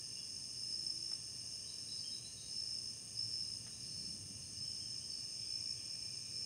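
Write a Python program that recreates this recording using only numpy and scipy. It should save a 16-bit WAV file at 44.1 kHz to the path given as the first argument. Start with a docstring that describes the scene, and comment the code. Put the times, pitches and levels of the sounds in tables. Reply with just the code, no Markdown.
"""Crickets close by take turns with short buzzing chirps, heard outdoors through leaves.
Behind them, several other kinds trill steadily. A cricket sings by dragging a scraper on one wing
over a row of teeth on the other, which makes the wing ring. Small birds call far off, two faint
ticks sound close by, and distant traffic rumbles under a weak hum."""
import sys
import numpy as np
from scipy import signal
from scipy.fft import rfft, irfft
from scipy.io import wavfile
from scipy.ndimage import uniform_filter1d

SR = 44100
rng = np.random.default_rng(int(sys.argv[2]) if len(sys.argv) > 2 else 0)


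def generate_wav(signal):
    """Clip the signal to [-1, 1] and save it as 16-bit WAV at the path in sys.argv[1]."""
    frames = np.transpose(np.atleast_2d(signal))
    scaled = np.clip(frames, -1, 1) * 32767
    pcm = np.round(scaled).astype(np.int16)
    wavfile.write(sys.argv[1], SR, pcm)


N = 284445
TIME = np.arange(N) / SR


# Chirps of the near crickets. Columns: start_s, length_s, level_db, pitch_hz
NEAR_CHIRPS = [(-.05, .63, -56.5, 5310), (.555, .4, -46.3, 5285), (.7, .47, -45.7, 5320),
               (1.22, .64, -61, 5300), (1.88, .29, -48.5, 5270), (2.487, .27, -45.7, 5350),
               (2.64, .305, -49, 5270), (3.152, .29, -43.8, 5355), (3.3, .29, -49.7, 5230),
               (3.8, .36, -53, 5320), (4.55, .44, -48.3, 5300), (5.0, .44, -51, 5285),
               (5.449, .3, -44.5, 5340), (5.74, .52, -51.5, 5305), (6.3, .2, -47, 5370)]

def near_crickets(nearest_db=-43.8):
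    """Each chirp takes its own path through the leaves; fainter ones are farther and more blurred."""
    out = np.zeros(N)
    for start_s, length_s, level_db, pitch_hz in NEAR_CHIRPS:
        fainter_db = max(nearest_db - level_db, 0)
        strokes_per_s = 56.5 + 3.5 * rng.uniform(-1, 1)
        song = chirp(length_s, pitch_hz, strokes_per_s,
                     scatter_hz=4 + 2.2 * fainter_db, rise_s=.012 + .003 * fainter_db)
        add(out, start_s, amp(level_db) * foliage(song, echo_db=-5 + .8 * fainter_db, fade_s=.25))
    return out


def chirp(length_s, pitch_hz, strokes_per_s, scatter_hz, rise_s):
    """Each wing stroke sings a tone that sags as the scraper slows; the first are weak and sag more."""
    sounding_share, sag_hz, early_sag_hz, settle_s = .89, 410, 850, .031
    t = np.arange(int(length_s * SR)) / SR
    strokes = strokes_per_s * t + .019 * drift(t, 25)
    chance_per_stroke = rng.standard_normal((int(strokes_per_s * length_s) + 3, 2))
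    pitch_nudge, force_nudge = chance_per_stroke[np.maximum(strokes, 0).astype(int)].T
    progress = np.minimum(strokes % 1 / sounding_share, 1)
    # the sagging tone falls behind a steady one during each stroke
    sag = sag_hz * progress ** 6 / 6 + early_sag_hz * np.exp(-t / settle_s) * progress ** 2 / 2
    lost_cycles = sag * sounding_share / strokes_per_s
    phase = 2 * np.pi * (np.cumsum(pitch_hz + scatter_hz * pitch_nudge) / SR - lost_cycles)
    tone = np.sin(phase) + amp(-37) * np.sin(2 * phase)
    swell = (1 - np.exp(-t / rise_s)) * np.minimum((length_s - t) / .016, 1)
    return unit(swell * amp(1.8 * force_nudge) * np.sin(np.pi * progress) * tone)


# How the wings of far crickets of the same kind ring. Columns: pitch_hz, gain_db
CROWD_WINGS = [(4200, -37), (4600, -22.5), (4850, -17), (5050, -9), (5200, -4), (5340, 1.5), (5470, -8),
               (5590, -16), (5750, -37)]

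def cricket_crowd(rest_db=-53.7, joined_db=-49.5, join_s=.09):
    """Far crickets grow louder while a near one chirps and ease off in the pauses."""
    chirping = [(TIME >= start_s) & (TIME < start_s + length_s) for start_s, length_s, _, _ in NEAR_CHIRPS]
    joined = uniform_filter1d(np.any(chirping, axis=0).astype(float), int(join_s * SR))
    song = trill(CROWD_WINGS, [52.4, 53.44, 55.17, 56.06, 57.6, 59.54], .9, echo_db=7.5, fade_s=.22)
    return amp(rest_db + (joined_db - rest_db) * joined) * song


# How the wings of six other kinds of cricket ring. Columns in each: pitch_hz, gain_db
MID_WINGS = [(5450, -27), (5650, -8), (5870, -12.5), (6040, -1), (6300, 0.5), (6600, -5), (6900, -8.5),
             (7150, -14), (7450, -29.5), (7700, -31)]
HIGH_WINGS = [(7450, -37), (7800, -21.5), (8050, -16), (8300, -9), (8450, -6), (8660, 1), (8770, -6),
              (8900, -2), (9150, -12.5), (9450, -28), (10000, -29)]
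THIN_WINGS = [(9150, -30), (9330, -8), (9400, -5), (9447, -1), (9500, -13), (9545, -7), (9576, 0.5),
              (9640, -11), (9730, -9), (9776, -3.5), (9825, 0), (9890, -8.5), (10050, -28)]
TOP_WINGS = [(9900, -18), (10150, -5), (10280, 5), (10400, -5), (10600, -2), (11000, -20)]
TREE_CRICKET_WINGS = [(2550, -22), (2700, -8), (2820, 3.5), (2900, 2.5), (2990, -6.5), (3250, -19.5),
                      (3600, -30)]
LOW_WINGS = [(2180, -18), (2290, -16), (2360, -1), (2500, -4), (2620, -9), (2750, -13)]

def other_crickets():
    """Six kinds sing at once; the thin voice stops and a low tree cricket gets louder near the end."""
    mid = amp(-56.5) * trill(MID_WINGS, [39.5, 42.8, 56.4, 61.34, 91.6, 116], .85, echo_db=5, fade_s=.22)
    high = amp(-56.5) * rasp(HIGH_WINGS, [61.2, 63.6], 1, echo_db=-7.3, fresh_share=.19)
    thin = amp(-66.5) * rasp(THIN_WINGS, [44.4], .91, echo_db=-6, fresh_share=.09)
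    thin *= np.interp(TIME, [4.52, 4.56], [1, 0])
    top = amp(-82.5) * rasp(TOP_WINGS, [59, 64], .9, echo_db=-12)
    tree = amp(-71) * trill(TREE_CRICKET_WINGS, [42.93, 47.15, 51.88, 60.08], .85, echo_db=2.5, fade_s=.45)
    low_db = np.interp(TIME, [5.1, 5.45], [-77, -69.5])
    low = amp(low_db) * rasp(LOW_WINGS, [42, 49], .66, echo_db=1)
    return mid + high + thin + top + tree + low


def trill(wings, strokes_per_s, sounding_share, echo_db, fade_s, scatter_hz=30):
    """One singer per stroke rate: the teeth strike ever slower in a stroke, so its pitch slides down."""
    lead_in = SR // 2  # lets the echoes build up before the scene starts
    t, out = np.arange(N + lead_in) / SR, np.zeros(N)
    top_hz, bottom_hz = wings[-1][0], wings[0][0]
    for rate in strokes_per_s:
        strokes = rate * t + rng.random() + .08 * drift(t, 2)
        progress = np.minimum(strokes % 1 / sounding_share, 1)
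        pitch_hz = top_hz + (bottom_hz - top_hz) * progress + scatter_hz * drift(t, rate)
        force = np.sqrt(abs(np.sin(np.pi * progress))) * amp(.49 * drift(t, 30))
        song = force * np.sin(2 * np.pi * np.cumsum(pitch_hz) / SR)
        out += foliage(song, echo_db, fade_s)[lead_in:][:N]
    return colour(out, wings)


def rasp(wings, strokes_per_s, sounding_share, echo_db, fresh_share=.53):
    """Drier singers, one per stroke rate: the same teeth pass in every stroke and ring the wing."""
    out = np.zeros(N)
    for rate in strokes_per_s:
        place = (rate * TIME + rng.random() + .035 * drift(TIME, 3)) % 1
        teeth = unit(irfft(np.exp(2j * np.pi * rng.random(int(SR / rate / 2)))))  # an uneven row
        repeated = np.sqrt(1 - fresh_share) * teeth[(place * len(teeth)).astype(int)]
        # the scraper never takes quite the same track
        fresh = np.sqrt(fresh_share) * rng.standard_normal(N)
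        force = np.sin(np.pi * np.minimum(place / sounding_share, 1))
        out += (repeated + fresh) * np.hypot(force, amp(echo_db))  # echoes fill the gaps between strokes
    return colour(out, wings)


# Short rising bird calls. Columns: start_s, start_pitch_hz, level_db
BIRD_PIPS = [(.153, 2720, -61.5), (.17, 3250, -69.5), (1.62, 2930, -68), (1.666, 3820, -62),
             (1.879, 3840, -58), (2.031, 3060, -60.5), (2.108, 3790, -59), (2.235, 3930, -60),
             (2.367, 3770, -59.3), (3.42, 3860, -71), (3.716, 3820, -68.5), (4.395, 4230, -66),
             (4.635, 2970, -66.5), (4.79, 3000, -65), (4.995, 2940, -66.5), (5.765, 3150, -69.5),
             (6.24, 3720, -75)]
# Falling bird whistles. Columns: start_s, length_s, start_pitch_hz, level_db
BIRD_WHISTLES = [(1.978, .028, 4750, -53), (5.083, .07, 4700, -55.7)]
# Long bird buzzes. Columns: start_s, length_s, pitch_hz, level_db
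BIRD_BUZZES = [(2.26, .34, 4420, -69), (3.79, .31, 4410, -67), (5.342, .15, 3300, -71.5)]

def birds():
    """Far birds give rising pips, falling whistles and buzzes that flutter around one pitch."""
    out = np.zeros(N)
    for start_s, pitch_hz, level_db in BIRD_PIPS:
        add(out, start_s, amp(level_db) * bird_note(.046, pitch_hz, slide_share=.05, waver_hz=75))
    for start_s, length_s, pitch_hz, level_db in BIRD_WHISTLES:
        add(out, start_s, amp(level_db) * bird_note(length_s, pitch_hz, slide_share=-.02, waver_hz=35))
    for start_s, length_s, pitch_hz, level_db in BIRD_BUZZES:
        add(out, start_s, amp(level_db) * bird_note(length_s, pitch_hz, slide_share=0, waver_hz=140))
    return out


def bird_note(length_s, start_hz, slide_share, waver_hz):
    """One wavering note that slides quickly, then levels off; distance blurs it."""
    t = np.arange(int(length_s * SR)) / SR
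    slide = 1 + slide_share * np.sin(np.pi / 2 * t / length_s)
    pitch_hz = start_hz * slide + waver_hz * drift(t, 160)
    tone = np.sin(2 * np.pi * np.cumsum(pitch_hz) / SR)
    return foliage(unit(signal.windows.tukey(len(t), .5) * tone), echo_db=6, fade_s=.62)


# Small dry ticks close by. Columns: start_s, level_db, decay_s, brightness_hz
DRY_TICKS = [(1.115, -59.5, .02, 2600), (3.664, -59.8, 0.027, 3520)]

def ticks():
    """Each tick is a dull snap of noise that dies away quickly."""
    out, t = np.zeros(N), np.arange(SR // 4) / SR
    for start_s, level_db, decay_s, brightness_hz in DRY_TICKS:
        tone_shape = [(250, -8), (600, 0), (brightness_hz, -5), (2 * brightness_hz, -18)]
        snap = colour(rng.standard_normal(len(t)), tone_shape)
        add(out, start_s, amp(level_db) * snap * np.exp(-t / decay_s))
    return out


# The deep rumble of a far road. Columns: pitch_hz, gain_db
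ROAD_RUMBLE = [(25, -37), (40, -27.5), (58, -6.5), (75, -4), (100, 1.5), (140, -0.5), (200, -4.5),
               (280, -8), (400, -24), (800, -37)]

def traffic(road_db=-64.3, vehicle_db=-58.8, nearest_at_s=4.17, swell_s=.36):
    """The road rumbles steadily while one vehicle passes, louder the nearer it is."""
    distance = np.hypot(1, (TIME - nearest_at_s) / swell_s)  # 1 at its nearest
    loudness = np.hypot(amp(road_db), amp(vehicle_db) / distance)
    return loudness * colour(rng.standard_normal(N), ROAD_RUMBLE)


# Faint drones of far engines. Columns: start_s, end_s, pitch_hz, level_db
ENGINE_DRONES = [(.5, 1.35, 332, -75.5), (3.05, 3.51, 114, -62.5), (4.05, 4.75, 96, -65.5),
                 (6.22, 6.6, 488, -77)]

def engines():
    """Far engines swell out of the rumble and sink back, each one a wavering tone."""
    out = np.zeros(N)
    for start_s, end_s, pitch_hz, level_db in ENGINE_DRONES:
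        t = np.arange(int((end_s - start_s) * SR)) / SR
        tone = np.sin(2 * np.pi * pitch_hz * t + .63 * drift(t, 8))
        add(out, start_s, amp(level_db) * unit(signal.windows.tukey(len(t), .7) * tone))
    return out


# The hush of still air. Columns: pitch_hz, gain_db
AIR_HUSH = [(40, -29), (200, 2.5), (420, 6.5), (560, -1), (680, 1.5), (800, -4.5), (1150, -3), (1450, -8.5),
            (1640, -6), (1790, 1), (1950, -8.5), (3500, -3), (7500, -11.5), (16000, -13)]

def still_air():
    """A soft, even noise lies under everything."""
    return amp(-67) * colour(rng.standard_normal(N), AIR_HUSH)


# The tones in a machine's hum. Columns: pitch_hz, level_db
HUM_TONES = [(58, -81.5), (114, -74), (119, -71.5), (540, -87), (2610, -84)]

def machine_hum():
    """A machine hums weakly with a few wavering tones."""
    return sum(amp(level_db) * unit(np.sin(2 * np.pi * pitch_hz * TIME + .59 * drift(TIME, 3.3)))
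               for pitch_hz, level_db in HUM_TONES)


def foliage(sound, echo_db, fade_s):
    """Leaves and walls add a spray of echoes that drops 60 dB in fade_s; the energy stays the same."""
    t = np.arange(SR // 2) / SR
    echoes = rng.standard_normal(len(t)) * (rng.random(len(t)) < .1) * amp(-60 * t / fade_s)
    echoes *= amp(echo_db) / np.linalg.norm(echoes)
    echoes[0] = 1  # the direct sound
    heard = signal.fftconvolve(sound, echoes)
    return heard * np.linalg.norm(sound) / np.linalg.norm(heard)


def colour(sound, tone_shape):
    """Shapes a sound by (pitch_hz, gain_db) rows, cutting steeply past the ends; strength comes out 1."""
    hz = np.fft.rfftfreq(len(sound), 1 / SR) + 1
    pitch_hz, gain_db = np.transpose(tone_shape)
    outside = abs(np.log(hz / np.clip(hz, pitch_hz[0], pitch_hz[-1])))
    curve_db = np.interp(np.log(hz), np.log(pitch_hz), gain_db) - 200 * outside
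    return unit(irfft(rfft(sound) * amp(curve_db), len(sound)))


def drift(t, fastest_hz):
    """A smooth random wander of strength about 1, made of ten waves."""
    rates_hz, phases = fastest_hz * rng.uniform(.1, 1, 10), rng.random(10)
    coarse_t = np.linspace(t[0], t[-1], len(t) // 100 + 2)
    waves = np.sin(2 * np.pi * (np.outer(coarse_t, rates_hz) + phases))
    return np.interp(t, coarse_t, waves.sum(1) / np.sqrt(10 / 2))


def amp(db):
    """Turns decibels into a number to multiply by."""
    return 10 ** (np.asarray(db) / 20)


def unit(sound):
    """Scales a sound to an average strength (rms) of 1."""
    return sound / np.sqrt(np.mean(sound ** 2) + 1e-30)


def add(mix, start_s, sound):
    """Mixes a sound in at start_s, dropping what falls outside the scene."""
    at = round(start_s * SR)
    sound = sound[max(-at, 0):]
    part = mix[max(at, 0):][:len(sound)]
    part += sound[:len(part)]


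def scene():
    """Everything heard from one spot, in one channel."""
    crickets = near_crickets() + cricket_crowd() + other_crickets()
    return (crickets + birds() + ticks() + traffic() + engines() + still_air() + machine_hum())[None]


def record(dry):
    """Cuts the very highest treble, above 15750 Hz."""
    treble_cut = signal.firwin(801, 15750, window=("kaiser", 9), fs=SR)
    return signal.oaconvolve(dry, treble_cut[None], "same")


dry = scene()
out = record(dry)
generate_wav(out)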